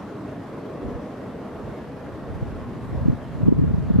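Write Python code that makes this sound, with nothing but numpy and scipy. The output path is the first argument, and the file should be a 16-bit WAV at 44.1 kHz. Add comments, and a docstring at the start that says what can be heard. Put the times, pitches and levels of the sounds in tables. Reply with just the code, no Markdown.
"""A steady low rush of distant traffic or wind among pines, holding a sinking drone, two faint whines
and a brief hollow moan. A breeze reaches the microphone, first in soft bumps, then in gusts whose
eddies buffet its two ports in nearly opposite phase. The hardest buffets make the limiter duck the rush."""
import sys
import numpy as np
from scipy import signal
from scipy.fft import rfft, irfft
from scipy.io import wavfile
from scipy.ndimage import uniform_filter1d

SR = 44100
rng = np.random.default_rng(int(sys.argv[2]) if len(sys.argv) > 2 else 0)


def dump(signal):
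    """Clip the signal to [-1, 1] and save it as 16-bit WAV at the path in sys.argv[1]."""
    limited = np.clip(np.atleast_2d(signal).T, -1, 1)
    pcm = np.round(limited * 32767).astype(np.int16)
    wavfile.write(sys.argv[1], SR, pcm)


N = 176400
HOP = 256
TIME_S = np.arange(N) / SR
FRAMES_S = np.arange(N // HOP + 5) * HOP / SR
BINS_HZ = np.fft.rfftfreq(4 * HOP, 1 / SR)


def amp(db):
    """Decibels to gain."""
    return 10 ** (np.asarray(db) / 20)


def unit(x):
    """Scales to rms 1."""
    return x / np.sqrt(np.mean(x ** 2) + 1e-20)


def by_hz(table):
    """Reads a table at every bin, on a log frequency axis."""
    hz, value = np.transpose(table)
    return np.interp(np.log(BINS_HZ + 1), np.log(hz + 1), value)


def drift(rate_hz):
    """Smooth random motion, rms 1."""
    hz = np.fft.rfftfreq(N, 1 / SR)
    return unit(irfft(rfft(rng.standard_normal(N)) * np.exp(-(hz / rate_hz) ** 2), N))


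def patches(frames, bins):
    """Random patches in time and frequency, rms 1."""
    noise = rng.standard_normal((len(FRAMES_S), len(BINS_HZ)))
    return unit(uniform_filter1d(uniform_filter1d(noise, frames, axis=0), bins, axis=1))


def stereo_noise(colour_db, likeness):
    """Noise of a given colour and left-right correlation, rms 1."""
    a, b, c, d = rng.standard_normal((4, len(FRAMES_S), len(BINS_HZ)))
    correlation = np.clip(by_hz(likeness), -.995, .995)
    mid = np.sqrt(1 + correlation) * (a + 1j * b)
    side = np.sqrt(1 - correlation) * (c + 1j * d)
    spectra = np.array([mid + side, mid - side]) * amp(colour_db)
    _, noise = signal.istft(spectra, nperseg=4 * HOP, noverlap=3 * HOP, time_axis=1, freq_axis=2)
    return unit(noise[:, :N])


# Rush spectrum: freq_hz, relative_db
RUSH_SPECTRUM = [(20, -39), (50, -20), (80, -12.5), (125, -3), (160, -4), (195, -2), (260, -3.5), (315, -4),
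                 (360, -10.5), (415, -2.5), (490, -13), (530, -8.5), (650, -9), (760, -15.5), (860, -16),
                 (1100, -16), (1400, -21.5), (1870, -25), (2250, -30.5), (3500, -37), (5900, -44.5),
                 (9000, -50), (12400, -52), (14500, -58.5)]
# Left-right likeness of the rush: freq_hz, correlation
RUSH_LIKENESS = [(60, 0.9), (110, 1), (200, 0.95), (250, 0.95), (380, 0.8), (600, 0.86), (1100, 0.85),
                 (1800, 0.81), (2700, 0.59), (4100, 0.46), (6200, 0.23), (14000, 0.27)]
# Swell of its low-mid roar: time_s, gain_db
ROAR_SWELL = [(0, -1.5), (.47, -2), (.65, 4), (.88, 3.4), (1.05, 0), (1.25, 2.5), (1.57, 1), (2.0, 0.5),
              (3.2, -2), (4, -0.5)]


def rush(level_db=-35, roar_hz=420, needles_hz=2960, rustle_hz=7000, rustle_s=2.85, rustle_width_s=.05):
    """Far noise whose roar swells and settles; pine needles hiss on top and rustle once."""
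    roar_db = np.interp(FRAMES_S, *np.transpose(ROAR_SWELL))
    stir_db = -0.27 * np.interp(FRAMES_S, TIME_S, drift(rate_hz=5.9))
    rustle_db = 3.5 * np.exp(-((FRAMES_S - rustle_s) / rustle_width_s) ** 2)
    colour_db = by_hz(RUSH_SPECTRUM) + 1.19 * patches(frames=14, bins=8)
    colour_db += np.outer(roar_db, np.exp(-np.log2((BINS_HZ + 1) / roar_hz) ** 2))
    colour_db += np.outer(stir_db, BINS_HZ / (BINS_HZ + needles_hz))
    colour_db += np.outer(rustle_db, BINS_HZ ** 2 / (BINS_HZ ** 2 + rustle_hz ** 2))
    return stereo_noise(colour_db, RUSH_LIKENESS) * amp(level_db + 0.58 * drift(rate_hz=40))


# Low sinking drone: time_s, pitch_hz, level_db
DRONE_CURVE = [(0, 300, -49), (.35, 280.4, -40), (.55, 265, -44), (.95, 249.9, -39), (1.3, 252, -47),
               (1.6, 235, -46), (2.3, 226.2, -54), (2.7, 248.8, -41), (4, 240, -50)]
# Hollow moan that swells with the roar: time_s, pitch_hz, level_db
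MOAN_CURVE = [(.5, 490, -65), (.84, 488, -38), (1.0, 484, -45), (1.2, 487.4, -51), (4, 488.6, -56)]


def resonance(curve, width_hz):
    """A drone or moan: narrow-band noise following a curve of pitch and level."""
    time_s, pitch_hz, level_db = np.transpose(curve)
    phase = 2 * np.pi * np.cumsum(np.interp(TIME_S, time_s, pitch_hz)) / SR
    band = unit(drift(width_hz) * np.cos(phase) + drift(width_hz) * np.sin(phase))
    return band * amp(np.interp(TIME_S, time_s, level_db))


# Far whines: pitch_hz, level_db
WHINE_TONES = [(824, -59.5), (1081.5, -62)]


def whines(waver_hz=2.67, fade_db=2):
    """Thin far tones that waver and fade in the moving air."""
    out = np.zeros(N)
    for pitch_hz, level_db in WHINE_TONES:
        phase = 2 * np.pi * np.cumsum(pitch_hz + waver_hz * drift(rate_hz=6.5)) / SR
        fading = amp(fade_db * drift(rate_hz=8.7))
        out += amp(level_db) * unit(np.sin(phase) * fading)
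    return out


# Breeze at the microphone: time_s, strength_db
GUST_STRENGTH = [(0, -77), (.76, -68), (.87, -38.5), (.97, -51), (1.05, -67), (1.5, -58), (1.69, -46),
                 (1.76, -58.5), (2.26, -48), (2.32, -41), (2.6, -38.5), (2.75, -49.5), (2.9, -39),
                 (3.11, -30.5), (3.18, -47.5), (3.39, -38), (3.46, -25.5), (3.85, -31), (4, -25)]
# Left-right likeness of the wind at the ports: freq_hz, correlation
PORT_LIKENESS = [(25, -0.8), (50, 0.78), (85, 0.13), (140, -0.57), (250, -0.94), (500, -0.96)]
# Soft push shared by both ports: freq_hz, relative_db
PUSH_SPECTRUM = [(20, -27), (40, -3), (60, 10), (90, -3.5), (150, -17.5), (300, -27), (700, -75)]
# Wind rumble: freq_hz, relative_db
RUMBLE_SPECTRUM = [(20, -30), (45, -10.5), (70, -0.5), (110, 3), (160, 3), (240, -15), (350, -21),
                   (520, -39), (1000, -79)]
# Flutter in strong gusts: freq_hz, relative_db
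FLUTTER_SPECTRUM = [(80, -13), (160, 1.5), (240, 8), (340, -12), (480, -16), (570, -28), (900, -42),
                    (2000, -77)]


def breeze(strong_gust_db=-26):
    """Lumpy turbulence at the ports; stronger gusts reach higher in pitch."""
    strength_db = np.interp(TIME_S, *np.transpose(GUST_STRENGTH)) - strong_gust_db
    lumps = drift(rate_hz=10)
    push_db = -30.5 + 0.56 * strength_db
    rumble_db = -22 + strength_db + 2 * lumps
    flutter_db = -29.5 + 2.1 * strength_db + 5.5 * lumps
    push = stereo_noise(by_hz(PUSH_SPECTRUM), PORT_LIKENESS)[0] * amp(push_db)
    rumble = stereo_noise(by_hz(RUMBLE_SPECTRUM), PORT_LIKENESS) * amp(rumble_db)
    flutter = stereo_noise(by_hz(FLUTTER_SPECTRUM), PORT_LIKENESS) * amp(flutter_db)
    return push + rumble + flutter


# Eddies hitting the microphone: peak_s, strength_db, pitch_hz, fall_s
EDDIES = [(.865, -35, 85, 0.0054), (0.956, -21, 85.3, 0.0043), (1.69, -29, 105, 0.004),
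          (2.305, -22, 94.7, 0.0048), (2.355, -22.5, 100.2, .005), (2.428, -15, 112.6, 0.0056),
          (2.928, -18, 74.1, .006), (2.951, -15, 110, 0.0042), (2.975, -17, 68, .007),
          (3.013, -16, 115, 0.0037), (3.027, -15.5, 65, 0.0052), (3.059, -9, 184, 0.0032),
          (3.084, -4.5, 235, 0.0023), (3.1, -6.5, 140, 0.0035), (3.132, -14, 215.6, 0.003),
          (3.354, -17, 165, 0.0022), (3.408, -17.5, 231.6, 0.0025), (3.435, -13, 147.6, 0.0036),
          (3.465, -8.5, 191, 0.0031), (3.487, -2, 287, 0.0045), (3.524, -2, 270, 0.0041),
          (3.592, -4, 135.2, .0065), (3.623, -7.5, 254.3, 0.0043), (3.64, -6.5, 140.6, 0.0052),
          (3.678, -12, 192, 0.0027), (3.709, -11, 206.4, 0.0028), (3.742, -7, 159.1, 0.0035),
          (3.782, -10, 183, 0.0028), (3.907, -7.5, 178, 0.0042), (3.944, -11, 193, .003),
          (3.96, -6, 169.4, 0.005), (3.99, 0.5, 206, .002)]
# Burst above a hard eddy's thump: freq_hz, relative_db
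BURST_SPECTRUM = [(120, -14), (300, -1), (470, -2.5), (580, -31), (1200, -50), (2500, -81)]


def buffets(wobble=0.1584, rise_share=0.75, max_lag_rad=2.654, opposite_hz=113):
    """Eddies thump, the higher the more opposite in the two ports; hard ones add a burst of flutter."""
    out = np.zeros((2, N))
    clock_s = np.cumsum(1 + wobble * drift(rate_hz=113.4)) / SR
    flutter = stereo_noise(by_hz(BURST_SPECTRUM), PORT_LIKENESS)
    for peak_s, strength_db, pitch_hz, fall_s in EDDIES:
        near = abs(TIME_S - peak_s) < .05
        t = TIME_S[near] - peak_s
        envelope = 1 / np.cosh(t / np.where(t < 0, rise_share * fall_s, fall_s))
        phase = 2 * np.pi * (pitch_hz * clock_s[near] + rng.random())
        lag_rad = max_lag_rad * np.tanh(pitch_hz / opposite_hz)
        thump = amp(strength_db - 1.5) * np.cos([phase, phase + lag_rad])
        burst = amp(1.6 * strength_db - 11) * flutter[:, near]
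        out[:, near] += envelope * (thump + burst)
    return out


def scene():
    """The far rush with its drone, moan and whines, and the near wind on top."""
    far = rush() + resonance(DRONE_CURVE, width_hz=28) + resonance(MOAN_CURVE, width_hz=20) + whines()
    return far + breeze() + buffets()


def record(dry):
    """Low cut, a limiter that ducks quickly and recovers slowly, then a high cut."""
    low_cut_hz, high_cut_hz = 41.7, 14700
    threshold_db, duck_share, recover_db_per_s = -13, 0.54, 9
    x = signal.sosfilt(signal.butter(2, low_cut_hz, "high", fs=SR, output="sos"), dry)
    power_db = 10 * np.log10(abs(uniform_filter1d((x ** 2).mean(0), size=600)) + 1e-12)
    target_db = duck_share * np.maximum(power_db - threshold_db, 0)
    recovery_db = recover_db_per_s * TIME_S
    held_db = np.maximum.accumulate(target_db + recovery_db) - recovery_db
    duck_db = signal.lfilter([.004], [1, -.996], held_db)  # attack about 6 ms
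    high_cut = signal.firwin(127, high_cut_hz, window=("kaiser", 7), fs=SR)
    return signal.filtfilt(high_cut, 1, x * amp(-duck_db))


dry = scene()
out = record(dry)
dump(out)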